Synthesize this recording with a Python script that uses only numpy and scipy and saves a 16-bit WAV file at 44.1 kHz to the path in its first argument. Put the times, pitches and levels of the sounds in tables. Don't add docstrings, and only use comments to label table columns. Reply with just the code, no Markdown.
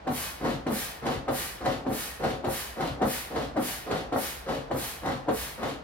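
import sys
import numpy as np
from scipy import signal
from scipy.fft import rfft, irfft
from scipy.io import wavfile
from scipy.ndimage import uniform_filter1d

SR = 44100
rng = np.random.default_rng(int(sys.argv[2]) if len(sys.argv) > 2 else 0)


def dump_mix(stems):
    frames = np.atleast_2d(stems).T
    limited = np.clip(frames, -1, 1)
    pcm = np.round(limited * 32767).astype(np.int16)
    wavfile.write(sys.argv[1], SR, pcm)


N = 257103
TIME = np.arange(N) / SR

# t/s, push length/s, jet level/dB, creep before the collapse/s,
# collapse level/dB, collapse t60/s, second collapse level/dB, body boom/dB, valve level/dB, floor level/dB
STROKES = [(.068, 0.28, -35.5, 0.021, -25.5, 0.18, -34, 0, -36.5, -36),
           (0.662, 0.27, -35, 0.0078, -28.5, 0.21, -31.5, 5.5, -35, -36),
           (1.277, .26, -35, 0.015, -24.5, 0.26, -35, -6, -35.5, -36),
           (1.862, 0.29, -36.5, 0.045, -26.5, 0.11, -31, 2.5, -44, -35.5),
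           (2.439, 0.27, -36, 0.028, -26.5, 0.26, -32, -4, -35.5, -33.5),
           (3.012, .26, -35.5, .05, -22, 0.16, -29, 1, -33, -33),
           (3.560, 0.26, -35.5, 0.028, -26.5, 0.28, -42, 4.5, -38, -39),
           (4.12, .26, -35.5, .012, -26.5, 0.29, -32, -1.5, -36.5, -39),
           (4.708, 0.27, -36.5, 0.024, -24, 0.086, -30.5, 1, -37.5, -33),
           (5.28, 0.26, -37, 0.025, -21.5, 0.16, -37, -1, -36.5, -39.5)]
# t/s, unfolding beforehand/s,
# fold rumble level/dB, fold rasp level/dB, inlet level/dB, body boom/dB, flap popping open level/dB,
# floor level at the release/dB, floor level as the weight shifts back/dB
LIFTS = [(0.447, 0.047, -27, -33.5, -44.5, 3, -45, -36, -32),
         (1.064, 0.048, -27.5, -33, -44, 1.5, -32, -46, -33.5),
         (1.659, 0.059, -27.5, -34, -44.5, 0, -33, -32.5, -41.5),
         (2.239, 0.048, -26, -34.5, -45, 1, -35, -34, -38.5),
         (2.808, 0.048, -28, -34, -44.5, 2, -43, -49, -33.5),
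         (3.360, 0.061, -27.5, -36, -47, -1, -34.5, -45, -43),
         (3.912, 0.054, -26, -34.5, -44.5, -1.5, -33.5, -36.5, -43),
         (4.491, 0.037, -28, -36, -46.5, -2, -38, -42, -40.5),
         (5.062, 0.043, -27.5, -33, -48.5, 0, -50, -34.5, -42),
         (5.63, 0.058, -29.5, -35.5, -45.5, 0.5, -34.5, -39, -47)]
# f/Hz, bandwidth/Hz, boost/dB
BODY_MODES = [(136.6, 19, 5), (240.7, 42, 6.5), (274.8, 10, 6.5), (309.6, 16.5, 4.5), (351.6, 4.9, 2),
              (450, 39, 8.5), (540.5, 30, 9), (751, 60, 6.5), (985, 40, 0), (1119, 42, 2.5), (1396, 69, 3),
              (1860, 61, 2.5)]
# f/Hz, bandwidth/Hz, boost/dB
HOSE_MODES = [(810, 70, 2.7), (1860, 180, 3.7), (2260, 19, 2.4), (2520, 33, 5.4), (2960, 74, 3)]
VALVE_LAG_S = .0035
DRAW_PEAK_S = 0.056


def from_db(db):
    return 10 ** (np.asarray(db) / 20)


def at_hz(points, hz):
    at, value = np.transpose(points)
    return np.interp(np.log(np.maximum(hz, 1)), np.log(at), value)


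def causal(gain):
    cepstrum = irfft(np.log(gain))
    half = cepstrum.shape[-1] // 2
    cepstrum[..., 1:half] *= 2
    cepstrum[..., half + 1:] = 0
    return np.exp(rfft(cepstrum))


def coloured(x, spectrum):
    size = 8192
    gain = from_db(at_hz(spectrum, np.fft.rfftfreq(size, 1 / SR)))
    response = irfft(causal(gain))
    return signal.fftconvolve(x, response[:size // 2])[:len(x)]


def resonant(x, modes):
    for hz, width_hz, boost_db in modes:
        ringing = signal.lfilter(*signal.iirpeak(hz, hz / width_hz, fs=SR), x)
        x = x + (from_db(boost_db) - 1) * ringing
    return x


def unit_band(x, low_hz, high_hz):
    band = signal.sosfilt(signal.butter(2, [low_hz, high_hz], "band", fs=SR, output="sos"), x)
    return x / np.std(band)


def crumple(spectrum, per_s, spread_db, rub):
    struck = rng.random(N) < per_s / SR
    sign = rng.choice([-1, 1], N)
    size = from_db(spread_db * np.minimum(rng.exponential(1, N), 4))
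    grains = struck * sign * size
    x = coloured(grains / np.std(grains) + rub * rng.standard_normal(N), spectrum)
    return x / np.sqrt(uniform_filter1d(x ** 2, size=500) + 1e-12)


def burst(t60, rise_s=.001):
    t = TIME[:SR // 6]
    x = rng.standard_normal(len(t)) * from_db(-60 * t / t60) * (1 - np.exp(-t / rise_s))
    return x / np.linalg.norm(x)


def add(track, s, sound):
    at = round(s * SR)
    track[at:at + len(sound)] += sound[:N - at]


def flutter(depth_db, per_s):
    steps = rng.standard_normal(N)
    return from_db(depth_db * np.interp(TIME * per_s, np.arange(N), steps))


def booming(x, times, boom_db, ahead_s=.06, boom_hz=330):
    latest = np.maximum(np.searchsorted(times - ahead_s, TIME) - 1, 0)
    bass = signal.sosfiltfilt(signal.butter(3, boom_hz, fs=SR, output="sos"), x)
    return x + (from_db(boom_db[latest]) - 1) * bass


def diffuse(pair):
    # f/Hz, correlation (-1..1)
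    likeness = [(60, 0.84), (250, 0.85), (450, 0.1), (800, -0.33), (2000, 0.031), (16000, 0.34)]
    mid, side = rfft(pair)
    alike = np.clip(at_hz(likeness, np.fft.rfftfreq(pair.shape[1], 1 / SR)), -1, 1)
    return (np.sqrt(1 + alike) * mid + np.sqrt(1 - alike) * side * [[1], [-1]]) / np.sqrt(2)


def room(x, early_t60=0.015, late_t60=0.19, late_db=-12, right_lag_s=.000083):
    # f/Hz, share (0-1)
    direct = [(100, 0.5), (300, 0.28), (600, 0.39), (1500, 0.29), (2800, 0.34), (5500, 0.09), (7500, 0.61),
              (16000, 1)]
    size, lead = 2 ** 15, 64
    t, hz = TIME[:size], np.fft.rfftfreq(size, 1 / SR)
    decay = from_db(-60 * t / early_t60) + from_db(late_db - 60 * t / late_t60)
    decay = decay * (t > .003)
    echoes = diffuse(rng.standard_normal((2, size)) * decay / np.linalg.norm(decay))
    share = np.clip(at_hz(direct, hz), 0, 1)
    arrival = np.exp(-2j * np.pi * hz * [[0], [right_lag_s]])
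    paths = np.sqrt(share) * arrival + np.sqrt(1 - share) * echoes
    paths = paths * causal(1 / np.sqrt(uniform_filter1d(abs(paths) ** 2, size=52)))
    response = np.roll(irfft(paths), lead, axis=1)[:, :size // 2]
    return signal.fftconvolve(x[None], response, axes=1)[:, lead:lead + N]


def room_tone(tone_db=-46, hum_hz=63.8, hum_db=-57.5):
    # f/Hz, relative level/dB
    rumble_colour = [(20, -39), (32, -16), (42, 4.5), (62, 10), (85, -3), (140, -2), (300, -9), (700, -2),
                     (2000, -15.5), (5000, -27), (16000, -58)]
    noise = np.array([coloured(white, rumble_colour) for white in rng.standard_normal((2, N))])
    rumble = irfft(diffuse(noise / np.std(noise)), N)
    hum = np.sqrt(2) * np.sin(2 * np.pi * hum_hz * TIME)
    return from_db(tone_db) * rumble + from_db(hum_db) * hum


def floorboards(thud_db=5.5, rise_s=0.0054, press_lag_s=0.0263, release_lag_s=0.01045, back_lag_s=0.089):
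    # f/Hz, relative level/dB, t60/s
    floor_modes = [(50, -19, 0.29), (61, -11, 0.27), (101.5, -3, 0.14), (136.4, -1, 0.24)]
    thuds = [(s + press_lag_s, db) for s, *_, db in STROKES]
    for s, *_, release_db, back_db in LIFTS:
        thuds += [(s + release_lag_s, release_db), (s + back_lag_s, back_db)]
    out, t = np.zeros(N), TIME[:SR // 2]
    for s, peak_db in thuds:
        thud = np.zeros(len(t))
        for hz, db, t60 in floor_modes:
            cycles = hz * rng.normal(1, 0.012) * t + rng.random()
            thud += from_db(db - 60 * t / t60) * np.sin(2 * np.pi * cycles)
        add(out, s, from_db(peak_db + thud_db) * thud * (1 - np.exp(-t / rise_s)))
    return out


def draw(open_s=0.037, width_s=0.069):
    t = TIME - np.array(LIFTS)[:, :1]
    opening = np.clip(1 + t / open_s, 0, 1)
    return opening * np.exp(-np.minimum(((t - DRAW_PEAK_S) / width_s) ** 2, 20))


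def inlet(inlet_db=1.0, bright_db=-12, bright_hz=8000):
    # f/Hz, relative level/dB
    inlet_colour = [(500, -47), (1800, 0), (3200, 3.5), (4500, 0), (5200, -6.5), (7500, -9), (10500, -13),
                    (13500, -18), (16000, -27)]
    strength, flow = from_db(inlet_db + np.array(LIFTS)[:, 4]), draw()
    hiss = resonant(crumple(inlet_colour, per_s=2500, spread_db=3.5, rub=1.0), HOSE_MODES)
    high_pass = signal.butter(2, bright_hz, "high", fs=SR, output="sos")
    bright = signal.sosfilt(high_pass, rng.standard_normal(N))
    dull = strength @ flow * unit_band(hiss, 2500, 5000)
    return dull + from_db(bright_db) * (strength @ flow ** 4) * bright


def valve(tick_db=21.0, shut_t60=0.092, shut_rise_s=0.002, open_t60=0.03, flick_db=-38, flick_t60=0.026):
    # f/Hz, relative level/dB
    crack_colour = [(500, 6), (1800, 9.5), (3000, 10), (4400, 9), (5200, -0.5), (7500, -0.5), (16000, -24)]
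    cracks = np.zeros(N)
    for s, *_, valve_db, _ in STROKES:
        add(cracks, s + VALVE_LAG_S, from_db(valve_db) * burst(shut_t60, shut_rise_s))
    for s, *_, pop_db, _, _ in LIFTS:
        add(cracks, s, from_db(pop_db) * burst(open_t60))
        flick_s = s + DRAW_PEAK_S * rng.uniform(0.98, 1.2)
        add(cracks, flick_s, from_db(flick_db) * burst(flick_t60))
    return from_db(tick_db) * coloured(cracks, crack_colour)


def unfolding(creep_db, settle_db_per_s, start_s=0.013, spring_s=0.016):
    gains = []
    for s, creep_s, *_ in LIFTS:
        t = TIME - s
        creep = from_db(creep_db) * np.clip((t + creep_s) / start_s, 0, 1)
        spring = from_db(creep_db * np.clip(-t / spring_s, 0, 1) - creep_db)
        gains.append(creep * spring * from_db(-settle_db_per_s * np.maximum(t, 0)))
    return np.array(gains)


def bellows(refill_db=-3.5, rasp_db=2.5):
    # f/Hz, relative level/dB
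    refill_colour = [(60, -7.5), (150, -5), (250, -2), (400, -4), (720, -2.5), (1000, -21), (1700, -40),
                     (4000, -24.5), (16000, -53)]
    # f/Hz, relative level/dB
    rasp_colour = [(300, -44), (700, -1.5), (950, 6.5), (1300, 1.5), (2000, -4), (2500, -16.5), (5000, -19),
                   (16000, -36)]
    times, _, rumbles_db, rasps_db, _, boom_db, *_ = np.transpose(LIFTS)
    rumble_gain = from_db(refill_db + rumbles_db) @ unfolding(creep_db=-8.5, settle_db_per_s=117.5)
    rumble = rumble_gain * crumple(refill_colour, per_s=600, spread_db=2.5, rub=0.79)
    rasp_gain = from_db(rasp_db + rasps_db) @ unfolding(creep_db=-10.5, settle_db_per_s=125)
    rasp = rasp_gain * crumple(rasp_colour, per_s=700, spread_db=3.0, rub=0.58)
    return resonant(booming(rumble, times, boom_db) + rasp, BODY_MODES)


def snaps(thump_db=30.5, swing_s=0.00059):
    # t/s, relative peak level/dB
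    snap_events = [(.453, -16), (.710, -19), (1.062, -33), (1.665, -11), (2.25, -11.5), (2.485, -21),
                   (3.024, -33), (3.030, -8.5), (3.365, -19), (3.573, -16), (4.161, -9.5), (4.494, -19),
                   (5.296, -36)]
    # f/Hz, relative level/dB
    snap_colour = [(60, -28), (250, -6), (750, -4), (1100, -11.5), (1900, -4.5), (2600, -63), (5000, -29),
                   (16000, -67)]
    kicks = np.zeros(N)
    for s, peak_db in snap_events:
        kick = from_db([peak_db + thump_db]) / 2
        add(kicks, s, kick)
        add(kicks, s + swing_s, -kick)
    return resonant(coloured(kicks, snap_colour), BODY_MODES)


def ball(x, count=900, t60=1):
    # f/Hz, relative level/dB
    ball_colour = [(200, -5.5), (700, -1), (1100, 2), (1900, 3), (2600, 0), (5000, -5), (16000, -35)]
    t = TIME[:SR // 2]
    lines = np.zeros(len(t) // 2 + 1, complex)
    at = rng.uniform(300, 6000, count) * len(t) / SR
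    lines[at.astype(int)] = np.exp(2j * np.pi * rng.random(count))
    modes = irfft(lines) * from_db(-60 * t / t60)
    return coloured(signal.fftconvolve(x, modes / np.linalg.norm(modes))[:N], ball_colour)


def jet(jet_db=-0.95, ring_db=-12):
    # share of the push length, relative level/dB
    push_flow = [(0, -41), (.1, -21), (.22, -7.5), (.35, -2.5), (.48, -2), (.62, -3.5), (.8, -8.5),
                 (1, -15.5), (1.3, -28)]
    # f/Hz, relative level/dB
    jet_colour = [(100, 7), (300, 1.5), (800, 5), (1700, 3.5), (2600, 2), (4000, 3), (5500, 0.5),
                  (8000, 0.5), (10500, 1.5), (13500, -1), (16000, -1.5)]
    share, flow_db = np.transpose(push_flow)
    flow = np.zeros(N)
    for s, length_s, db, *_ in STROKES:
        progress = (TIME - s - VALVE_LAG_S) / length_s
        flow += from_db(db + np.interp(progress, share, flow_db, left=-120, right=-120))
    hiss = resonant(coloured(rng.standard_normal(N), jet_colour), HOSE_MODES)
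    turbulence = flutter(depth_db=0.35, per_s=40)
    hiss = from_db(jet_db) * flow * turbulence * unit_band(hiss, 9000, 15000)
    return hiss + from_db(ring_db) * ball(hiss)


def collapse(s, creep_s, db, t60, rise_s=0.0048, creep_db=-13.0, start_db=-33.0):
    t = TIME - s
    swell_db = np.interp(t, [-creep_s, 0, rise_s], [start_db, creep_db, 0], left=-120)
    return from_db(db + swell_db - 60 * np.clip(t - rise_s, 0, 1) / t60) ** 2


def buckling(second_lag_s=0.036, second_creep_s=0.0089, second_t60=0.23):
    power = np.zeros(N)
    for s, _, _, creep_s, db, t60, second_db, *_ in STROKES:
        power += collapse(s, creep_s, db, t60)
        power += collapse(s + second_lag_s, second_creep_s, second_db, second_t60)
    return np.sqrt(power)


def squash(squash_db=0.0):
    # f/Hz, relative level/dB
    squash_colour = [(60, -18.5), (170, -8.5), (250, 1.5), (400, -3.5), (750, -2.5), (1100, -8),
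                     (1700, -16), (2600, -29), (5000, -42), (16000, -66)]
    times, *_, boom_db, _, _ = np.transpose(STROKES)
    noise = crumple(squash_colour, per_s=800, spread_db=2.0, rub=0.8)
    folds = from_db(squash_db) * buckling() * noise
    return resonant(booming(folds, times, boom_db), BODY_MODES)


def scene(pump_left_db=0.45, floor_left_db=2.1):
    floor = floorboards() * from_db([[floor_left_db], [-floor_left_db]])
    pump = room(valve() + inlet()) + room(bellows() + snaps()) + room(squash())
    pump = pump * from_db([[pump_left_db], [-pump_left_db]])
    hiss = (room(jet()) + room(jet())) / np.sqrt(2)
    return room_tone() + floor + hiss + pump


def record(dry):
    thinned = signal.sosfilt(signal.butter(8, 35, "high", fs=SR, output="sos"), dry)
    return signal.sosfilt(signal.ellip(12, .1, 90, 15850, fs=SR, output="sos"), thinned)


dry = scene()
out = record(dry)
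dump_mix(out)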